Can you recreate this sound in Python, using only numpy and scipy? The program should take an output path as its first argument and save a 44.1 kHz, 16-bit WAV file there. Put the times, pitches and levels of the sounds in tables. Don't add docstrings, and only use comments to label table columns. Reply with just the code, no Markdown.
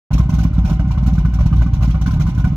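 import sys
import numpy as np
from scipy import signal
from scipy.fft import rfft, irfft
from scipy.io import wavfile
from scipy.ndimage import uniform_filter1d

SR = 44100
rng = np.random.default_rng(int(sys.argv[2]) if len(sys.argv) > 2 else 0)


def log_audio(samples):
    frames = np.atleast_2d(samples).T
    limited = np.clip(frames, -1, 1)
    pcm = np.round(limited * 32767).astype(np.int16)
    wavfile.write(sys.argv[1], SR, pcm)


N = 112896
HZ = np.fft.rfftfreq(N, 1 / SR)

# time in seconds, push in dB relative to PUSH_DB, push width (standard
# deviation) in ms, pipe ring in dB, favoured ring pitch in Hz, hiss in dB.
STRONG_FIRINGS = [(0.1142, -11, 1.2, -29, 820, -53), (0.134, -3, 1.5, -40.5, 980, -37.5),
                  (0.153, -16, 0.077, -38, 754, -56), (0.183, -22, 0.6, -29.5, 1066, -41),
                  (0.2009, -3.5, 1.2, -30.5, 1092, -50), (0.2328, -4, 2.7, -39, 950, -57),
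                  (0.261, -34.5, 0.82, -53, 710, -66), (0.2959, -12.5, 0.6, -31.5, 994, -44),
                  (0.3035, -16.5, 1.46, -43.5, 1384, -55), (0.3271, -33.5, 0.41, -33, 764, -55),
                  (0.3396, -5.5, 1.04, -36, 898, -43), (0.3542, -11, 1.9, -35, 798, -52),
                  (0.3877, -7.5, 1.17, -33, 730, -43.5), (0.406, -13, 0.88, -40, 844, -45.5),
                  (0.4354, -13.5, 1.2, -32.5, 747, -41), (0.4547, -7.5, 0.65, -33.5, 1063, -59),
                  (0.5355, -2, 2.24, -39, 1370, -50.5), (0.5667, -8.5, 1.86, -39, 740, -66),
                  (0.5855, -6.5, 0.82, -33.5, 1327, -51.5), (0.6196, -11, 1.3, -49, 744, -66),
                  (0.6519, -4, 1.43, -36, 1470, -43), (0.6784, -3.5, 4.6, -32.5, 796, -47),
                  (0.699, -15, 1, -30.5, 1006, -43), (0.7121, -8.5, 1.4, -40, 795, -60),
                  (0.7181, -14, 0.6, -30.5, 1425, -55), (0.7319, -10, 1.3, -39, 814, -48),
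                  (0.7985, -3, 1.5, -28.5, 1470, -52), (0.8477, -11.5, 0.95, -40.5, 640, -69),
                  (0.878, -8, 1.35, -61, 760, -54.5), (0.9121, -8.5, 1.47, -30.5, 938, -45.5),
                  (0.9395, -10.5, 2.33, -40, 967, -79), (0.9503, -9.5, 1.9, -40.5, 752, -78),
                  (0.979, -4, 1.45, -30.5, 1080, -52.5), (1.0124, -17.5, 1.1, -45, 752, -81),
                  (1.0317, -9.5, 0.99, -36.5, 710, -51.5), (1.0655, -6.5, 1.33, -35.5, 1284, -42),
                  (1.081, -9.5, 0.73, -36, 780, -47), (1.09, -16, 0.58, -37, 735, -66),
                  (1.116, -17, 0.79, -41.5, 1084, -68), (1.133, -7.5, 1.1, -45, 732, -49.5),
                  (1.1546, -23, 1.8, -36, 710, -50.5), (1.1841, -6.5, 1, -32, 1470, -47.5),
                  (1.2049, -3, 5.8, -39, 942, -65), (1.2529, -3, 1.49, -30, 1210, -51),
                  (1.287, -14, 0.67, -44, 777, -61), (1.3203, -12.5, 1.8, -50.5, 730, -63.5),
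                  (1.3397, -6, 3, -35, 1470, -45), (1.357, -12, 1.3, -48, 1570, -61),
                  (1.3916, -7, 1.45, -31, 1090, -51.5), (1.409, -7, 1.4, -29, 572, -48.5),
                  (1.4355, -3.5, 1.7, -37.5, 1570, -57.5), (1.4617, -3.5, 1.07, -32, 970, -44),
                  (1.5181, -17, 0.66, -44, 1604, -70), (1.5308, -2, 1.87, -28, 1202, -51.5),
                  (1.563, -5, 1.64, -38, 755, -49), (1.5829, -11.5, 1.23, -38, 962, -56.5),
                  (1.598, -4, 1.9, -42, 764, -56), (1.615, -9.5, 1.3, -34, 980, -51),
                  (1.623, -21, 1, -29.5, 1457, -49), (1.6658, -13, 0.66, -34.5, 1140, -55),
                  (1.7, -14.5, 1.52, -51, 776, -72), (1.7361, 2, 2.27, -36.5, 977, -43.5),
                  (1.7453, 1.5, 2.8, -40, 1090, -64), (1.7717, -10, 1.36, -49, 751, -75),
                  (1.811, -7, 1.8, -34, 1040, -52), (1.827, -5.5, 1.6, -30.5, 1073, -42),
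                  (1.834, -31.5, 1, -33, 630, -60), (1.845, -13.5, 0.96, -32, 712, -45.5),
                  (1.8808, -11, 0.72, -37.5, 750, -51), (1.8974, -4.5, 1.85, -36, 1510, -61),
                  (1.9049, -11.5, 1.2, -39.5, 1070, -45), (1.9485, -6.5, 1.43, -29.5, 1111, -54),
                  (1.9803, -11, 1.6, -43.5, 784, -65), (2.016, -5.5, 1.58, -35, 996, -44.5),
                  (2.064, -13, 0.97, -27, 1467, -42.5), (2.0807, -11, 0.57, -29, 1504, -46),
                  (2.1113, -5.5, 1.8, -32.5, 1334, -45), (2.1386, -5, 1.3, -34, 1520, -47.5),
                  (2.1653, -8, 1.2, -38, 775, -60), (2.201, -16.5, 0.66, -29, 1046, -44),
                  (2.2141, -7, 1.45, -32.5, 1383, -43.5), (2.222, -20.5, 0.75, -46.5, 726, -69),
                  (2.2415, -19, 0.92, -57.5, 1036, -69.5), (2.2591, -3, 1.7, -36.5, 966, -56),
                  (2.2699, -9.5, 2.9, -34.5, 1145, -46.5), (2.289, -12, 0.73, -35.5, 1038, -44),
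                  (2.3302, -23.5, 1.6, -51.5, 794, -69), (2.3501, -12.3, 2.1, -47, 1040, -51.5),
                  (2.381, -6.5, 1.34, -33, 1466, -46), (2.3992, -13, 1.3, -31, 1036, -48.5),
                  (2.4464, -3.5, 1.3, -27, 1480, -46.5), (2.4751, -9.5, 0.81, -38, 945, -51),
                  (2.5245, -11.5, 0.94, -47.5, 1470, -61)]
# delay in seconds, signed share of the push.
PIPE_ECHOES = [(0.0116, 0.41), (0.0214, -0.17), (0.0592, -0.31)]
# frequency in Hz, relative level in dB.
WEAK_SPECTRUM = [(30, -15), (45, -2.5), (130, 3.5), (200, -6.5), (260, -15), (330, -20), (420, -46),
                 (520, -65), (800, -54), (1600, -120)]
# centre in Hz, width in Hz, relative level in dB.
PIPE_RESONANCES = [(284.7, 10, 8.5), (351, 11, -3), (609.6, 48, 1), (767.8, 14, 1.5), (918, 6.7, -4),
                   (1038, 47, 3), (1254, 76, -2), (1478, 33, -0.5), (2093, 60, -5.5), (2323, 47, -7),
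                   (2908, 77, -8), (3750, 780, -21)]
# frequency in Hz, relative density in dB per Hz.
HISS_SPECTRUM = [(1300, -8.5), (1800, -7), (2400, 0.5), (2900, -2.5), (3800, -2), (4900, -7), (5600, 0.5),
                 (6800, -3.5), (7600, -11), (9000, -8.5), (10400, -17.5), (12000, -8), (14500, -13),
                 (15500, -9.5)]
# frequency in Hz, left-right likeness from 0 to 1.
LIKENESS = [(60, 0.99), (300, 0.99), (700, 1), (1400, 0.66), (2500, 0.077), (15000, 0.52)]
# frequency in Hz, left minus right in dB.
BALANCE = [(60, 0.4), (250, -2.5), (600, -4), (1200, 0), (2400, -2.5), (4400, -10), (8000, -2),
           (15000, -1.5)]
# frequency in Hz, time in ms by which left is late.
LEFT_LAG = [(60, .16), (150, .15), (300, .07), (1400, .08), (2600, .27), (15000, .29)]

WEAK_PER_S, WEAK_JITTER_PERIODS, WEAK_DB = 116, 0.26, -23
WEAK_DELAY_AT_300_HZ_S = 0.01253

HISS_STEADY_DB, HISS_FLUTTER_DB, PATCH_DB = -67, 1.5, 3
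HISS_LEAD_S, HISS_RISE_S, HISS_HOLD_S, HISS_T60_S = 0.0039, 0.0033, 0.008, 0.1
HISS_TAIL_DB, HISS_TAIL_T60_S = -2, 0.16

RING_DB, RING_SPREAD_DB, RING_STEADY_DB = -2.5, 3, -41
RING_LEAD_S, RING_RISE_S, RING_HOLD_S, RING_T60_S = 0.004803, 0.002, 0.0099, 0.053
FAVOUR_DB, FAVOUR_WIDTH_HZ = 1.5, 320
DRIFT_SHARE, DRIFT_S = 0.01, 0.08

CHUFF_WIDTH_HZ, CHUFF_RISE_S, CHUFF_T60_S = 330, 0.001, 0.054
CHUFF_SAG = 0.33
CHUFF_LOW_HZ, CHUFF_HIGH_HZ = 580, 1510
CHUFF_ROUGH, CHUFF_THROB, CHUFF_THROB_MIN_S = 0.45, 0.35, 0.0055

PUSH_DB, PUSH_LEAD_S = 41.5, 0.00422
MUFFLER_HZ, MUFFLER_WIDTH_HZ, MUFFLER_EDGE_HZ = 142.9, 44.9, 325
THROAT_HZ, THROAT_WIDTH_HZ, THROAT_DB = 216, 61.6, 3.5
BOOM_HZ, BOOM_WIDTH_HZ, BOOM_DB, BOOM_DELAY_S = 57.26, 12.1, 12.5, 0.0024

START_S, LOW_CUT_HZ, EDGE_HZ, CEILING = 0.1053, 38, 15850, 1.3


def amp(db):
    return 10 ** (np.asarray(db) / 20)


def evened(x):
    return x / np.sqrt(np.mean(x ** 2) + 1e-20)


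def read(points, hz):
    f, value = np.transpose(points)
    return np.interp(np.log(hz + 1), np.log(f + 1), value)


def late(s):
    return np.exp(-2j * np.pi * HZ * s)


def peak(hz, width_hz):
    return 1j * HZ * width_hz / (hz ** 2 - HZ ** 2 + 1j * HZ * width_hz)


def resonate(x, hz, width_hz):
    turn = np.exp(2j * np.pi * np.cumsum(hz) / SR)
    r = np.exp(-np.pi * width_hz / SR)
    ringing = signal.lfilter([1], [1, -r], x / turn)
    return np.sqrt(2 * (1 - r ** 2)) * (turn * ringing).real


def add(mix, s, sound):
    part = mix[..., round(s * SR):][..., :sound.shape[-1]]
    part += sound[..., :part.shape[-1]]


def puffs(times, sizes, rise_s, hold_s, t60_s):
    t = np.arange(SR // 4) / SR
    shape = np.minimum(t / rise_s, 1) * amp(-60 * np.maximum(t - hold_s, 0) / t60_s)
    train = np.bincount(np.round(times * SR).astype(int), sizes ** 2, N)
    power = signal.oaconvolve(train, shape ** 2)[:N]
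    return np.sqrt(abs(power))


def patchy(x):
    z = signal.stft(x, nperseg=256, noverlap=192)[2]
    field = uniform_filter1d(rng.standard_normal(z.shape[1:]), size=4, axis=0)
    field = uniform_filter1d(field, size=6, axis=1)
    return signal.istft(z * amp(PATCH_DB * evened(field)), nperseg=256, noverlap=192)[1][:, :N]


def weak_firings():
    draws = rng.uniform(-1.255, 1, (N // 250, 2, 2))
    periods = np.arange(len(draws)) + WEAK_JITTER_PERIODS * draws[:, 0, 0]
    at = (periods / WEAK_PER_S * SR).astype(int)
    keep = (at >= 0) & (at < N)
    trains = np.array([np.bincount(at[keep], draws[keep, 1, k], N) for k in range(2)])
    blur = np.exp(-1j * np.pi * WEAK_DELAY_AT_300_HZ_S * HZ ** 2 / 300)
    pulses = irfft(rfft(trains) * blur * amp(read(WEAK_SPECTRUM, HZ)), N)
    return rfft(amp(WEAK_DB) * evened(pulses))


def hiss():
    s, *_, hiss_db = np.transpose(STRONG_FIRINGS)
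    jet = puffs(s - HISS_LEAD_S, amp(hiss_db), HISS_RISE_S, HISS_HOLD_S, HISS_T60_S)
    flutter = evened(uniform_filter1d(rng.standard_normal(N), size=50))
    jet = jet * amp(HISS_FLUTTER_DB * flutter)
    tail = puffs(s, amp(hiss_db + HISS_TAIL_DB), HISS_HOLD_S, HISS_HOLD_S, HISS_TAIL_T60_S)
    tail = tail + amp(HISS_STEADY_DB)
    noise = rfft(rng.standard_normal((2, 2, N))) * amp(read(HISS_SPECTRUM, HZ)) * (HZ > 1200)
    bright = evened(irfft(noise[0], N))
    dull = evened(irfft(noise[1] / (1 + (HZ / 5000) ** 2), N))
    return rfft(patchy(jet * bright + tail * dull))


def pipe_ring():
    s, _, _, ring_db, ring_hz, _ = np.transpose(STRONG_FIRINGS)
    colour_db = RING_SPREAD_DB * rng.standard_normal((len(s), len(PIPE_RESONANCES)))
    weight = np.sqrt(sum(amp(db) ** 2 for _, _, db in PIPE_RESONANCES))
    span = round(DRIFT_S * SR)
    out = 0
    for k, (hz, width_hz, db) in enumerate(PIPE_RESONANCES):
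        favour_db = FAVOUR_DB * np.exp(-((hz - ring_hz) / FAVOUR_WIDTH_HZ) ** 2)
        size = amp(ring_db + RING_DB + favour_db + colour_db[:, k])
        gust = puffs(s - RING_LEAD_S, size, RING_RISE_S, RING_HOLD_S, RING_T60_S)
        drive = np.hypot(gust, amp(RING_STEADY_DB)) * rng.standard_normal((2, N))
        wander = evened(uniform_filter1d(uniform_filter1d(rng.standard_normal(N), span), span))
        out = out + resonate(drive, hz * (1 + DRIFT_SHARE * wander), width_hz) * amp(db) / weight
    low_hz, high_hz = 0.71 * PIPE_RESONANCES[0][0], 1.85 * PIPE_RESONANCES[-1][0]
    return rfft(out) / np.sqrt((1 + (low_hz / (HZ + 1)) ** 8) * (1 + (HZ / high_hz) ** 8))


def chuffs():
    t = np.arange(2000) / SR
    out = np.zeros((2, N))
    r = np.exp(-np.pi * CHUFF_WIDTH_HZ / SR)
    shape = np.minimum(t / CHUFF_RISE_S, 1) * amp(-60 * t / CHUFF_T60_S)
    for s, _, _, ring_db, ring_hz, _ in STRONG_FIRINGS:
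        noise = rng.standard_normal((2, 2, 2 * len(t)))
        a, b = signal.lfilter([1], [1, -r], noise)[..., len(t):]
        wobble = (a + 1j * b) * np.sqrt(1 - r ** 2)
        start, pace = rng.random(2)
        pitch_hz = ring_hz * (1.05 - CHUFF_SAG * t / CHUFF_T60_S)
        turn = np.exp(2j * np.pi * (start + np.cumsum(pitch_hz) / SR))
        throb_s = CHUFF_THROB_MIN_S * (1 + 0.34 * pace)
        throb = 1 - CHUFF_THROB * np.cos(2 * np.pi * t / throb_s)
        burst = ((throb + CHUFF_ROUGH * wobble) * turn).real
        add(out, s - RING_LEAD_S, amp(ring_db) * shape * burst)
    return rfft(out) / np.sqrt((1 + (CHUFF_LOW_HZ / (HZ + 1)) ** 12) * (1 + (HZ / CHUFF_HIGH_HZ) ** 12))


def pushes():
    t = np.arange(-400, 400) / SR
    train = np.zeros(N)
    for s, push_db, width_ms, *_ in STRONG_FIRINGS:
        bell = np.exp(-0.5 * (1000 * t / width_ms) ** 2)
        add(train, s - PUSH_LEAD_S + t[0], amp(push_db) * bell / bell.sum())
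    muffler = MUFFLER_HZ ** 2 / (MUFFLER_HZ ** 2 - HZ ** 2 + 1j * HZ * MUFFLER_WIDTH_HZ)
    muffler = muffler - amp(THROAT_DB) * peak(THROAT_HZ, THROAT_WIDTH_HZ)
    muffler = muffler / np.sqrt(1 + (HZ / MUFFLER_EDGE_HZ) ** 10)
    echoes = 1 + sum(share * late(s) for s, share in PIPE_ECHOES)
    boom = amp(BOOM_DB) * late(BOOM_DELAY_S) * peak(BOOM_HZ, BOOM_WIDTH_HZ)
    return amp(PUSH_DB) * rfft(train) * (muffler * echoes + boom)


def scene():
    near, other = weak_firings() + pipe_ring() + chuffs() + hiss()
    push = pushes()
    same = np.clip(read(LIKENESS, HZ), 0, 1)
    right = push + near
    left = push + same * near + np.sqrt(1 - same ** 2) * other
    tilt = amp(read(BALANCE, HZ) / 2) * late(read(LEFT_LAG, HZ) / 2000)
    return irfft(np.array([left * tilt, right / tilt]), N)


def record(dry):
    cut = signal.sosfilt(signal.butter(6, LOW_CUT_HZ, "high", fs=SR, output="sos"), dry)
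    cut = cut * np.clip((np.arange(N) / SR - START_S) / 0.001, 0, 1)
    cut = cut / (1 + (cut / CEILING) ** 4) ** 0.25
    band = signal.firwin(511, EDGE_HZ, window=("kaiser", 9), fs=SR)
    return signal.oaconvolve(cut, band[None], "same")


dry = scene()
out = record(dry)
log_audio(out)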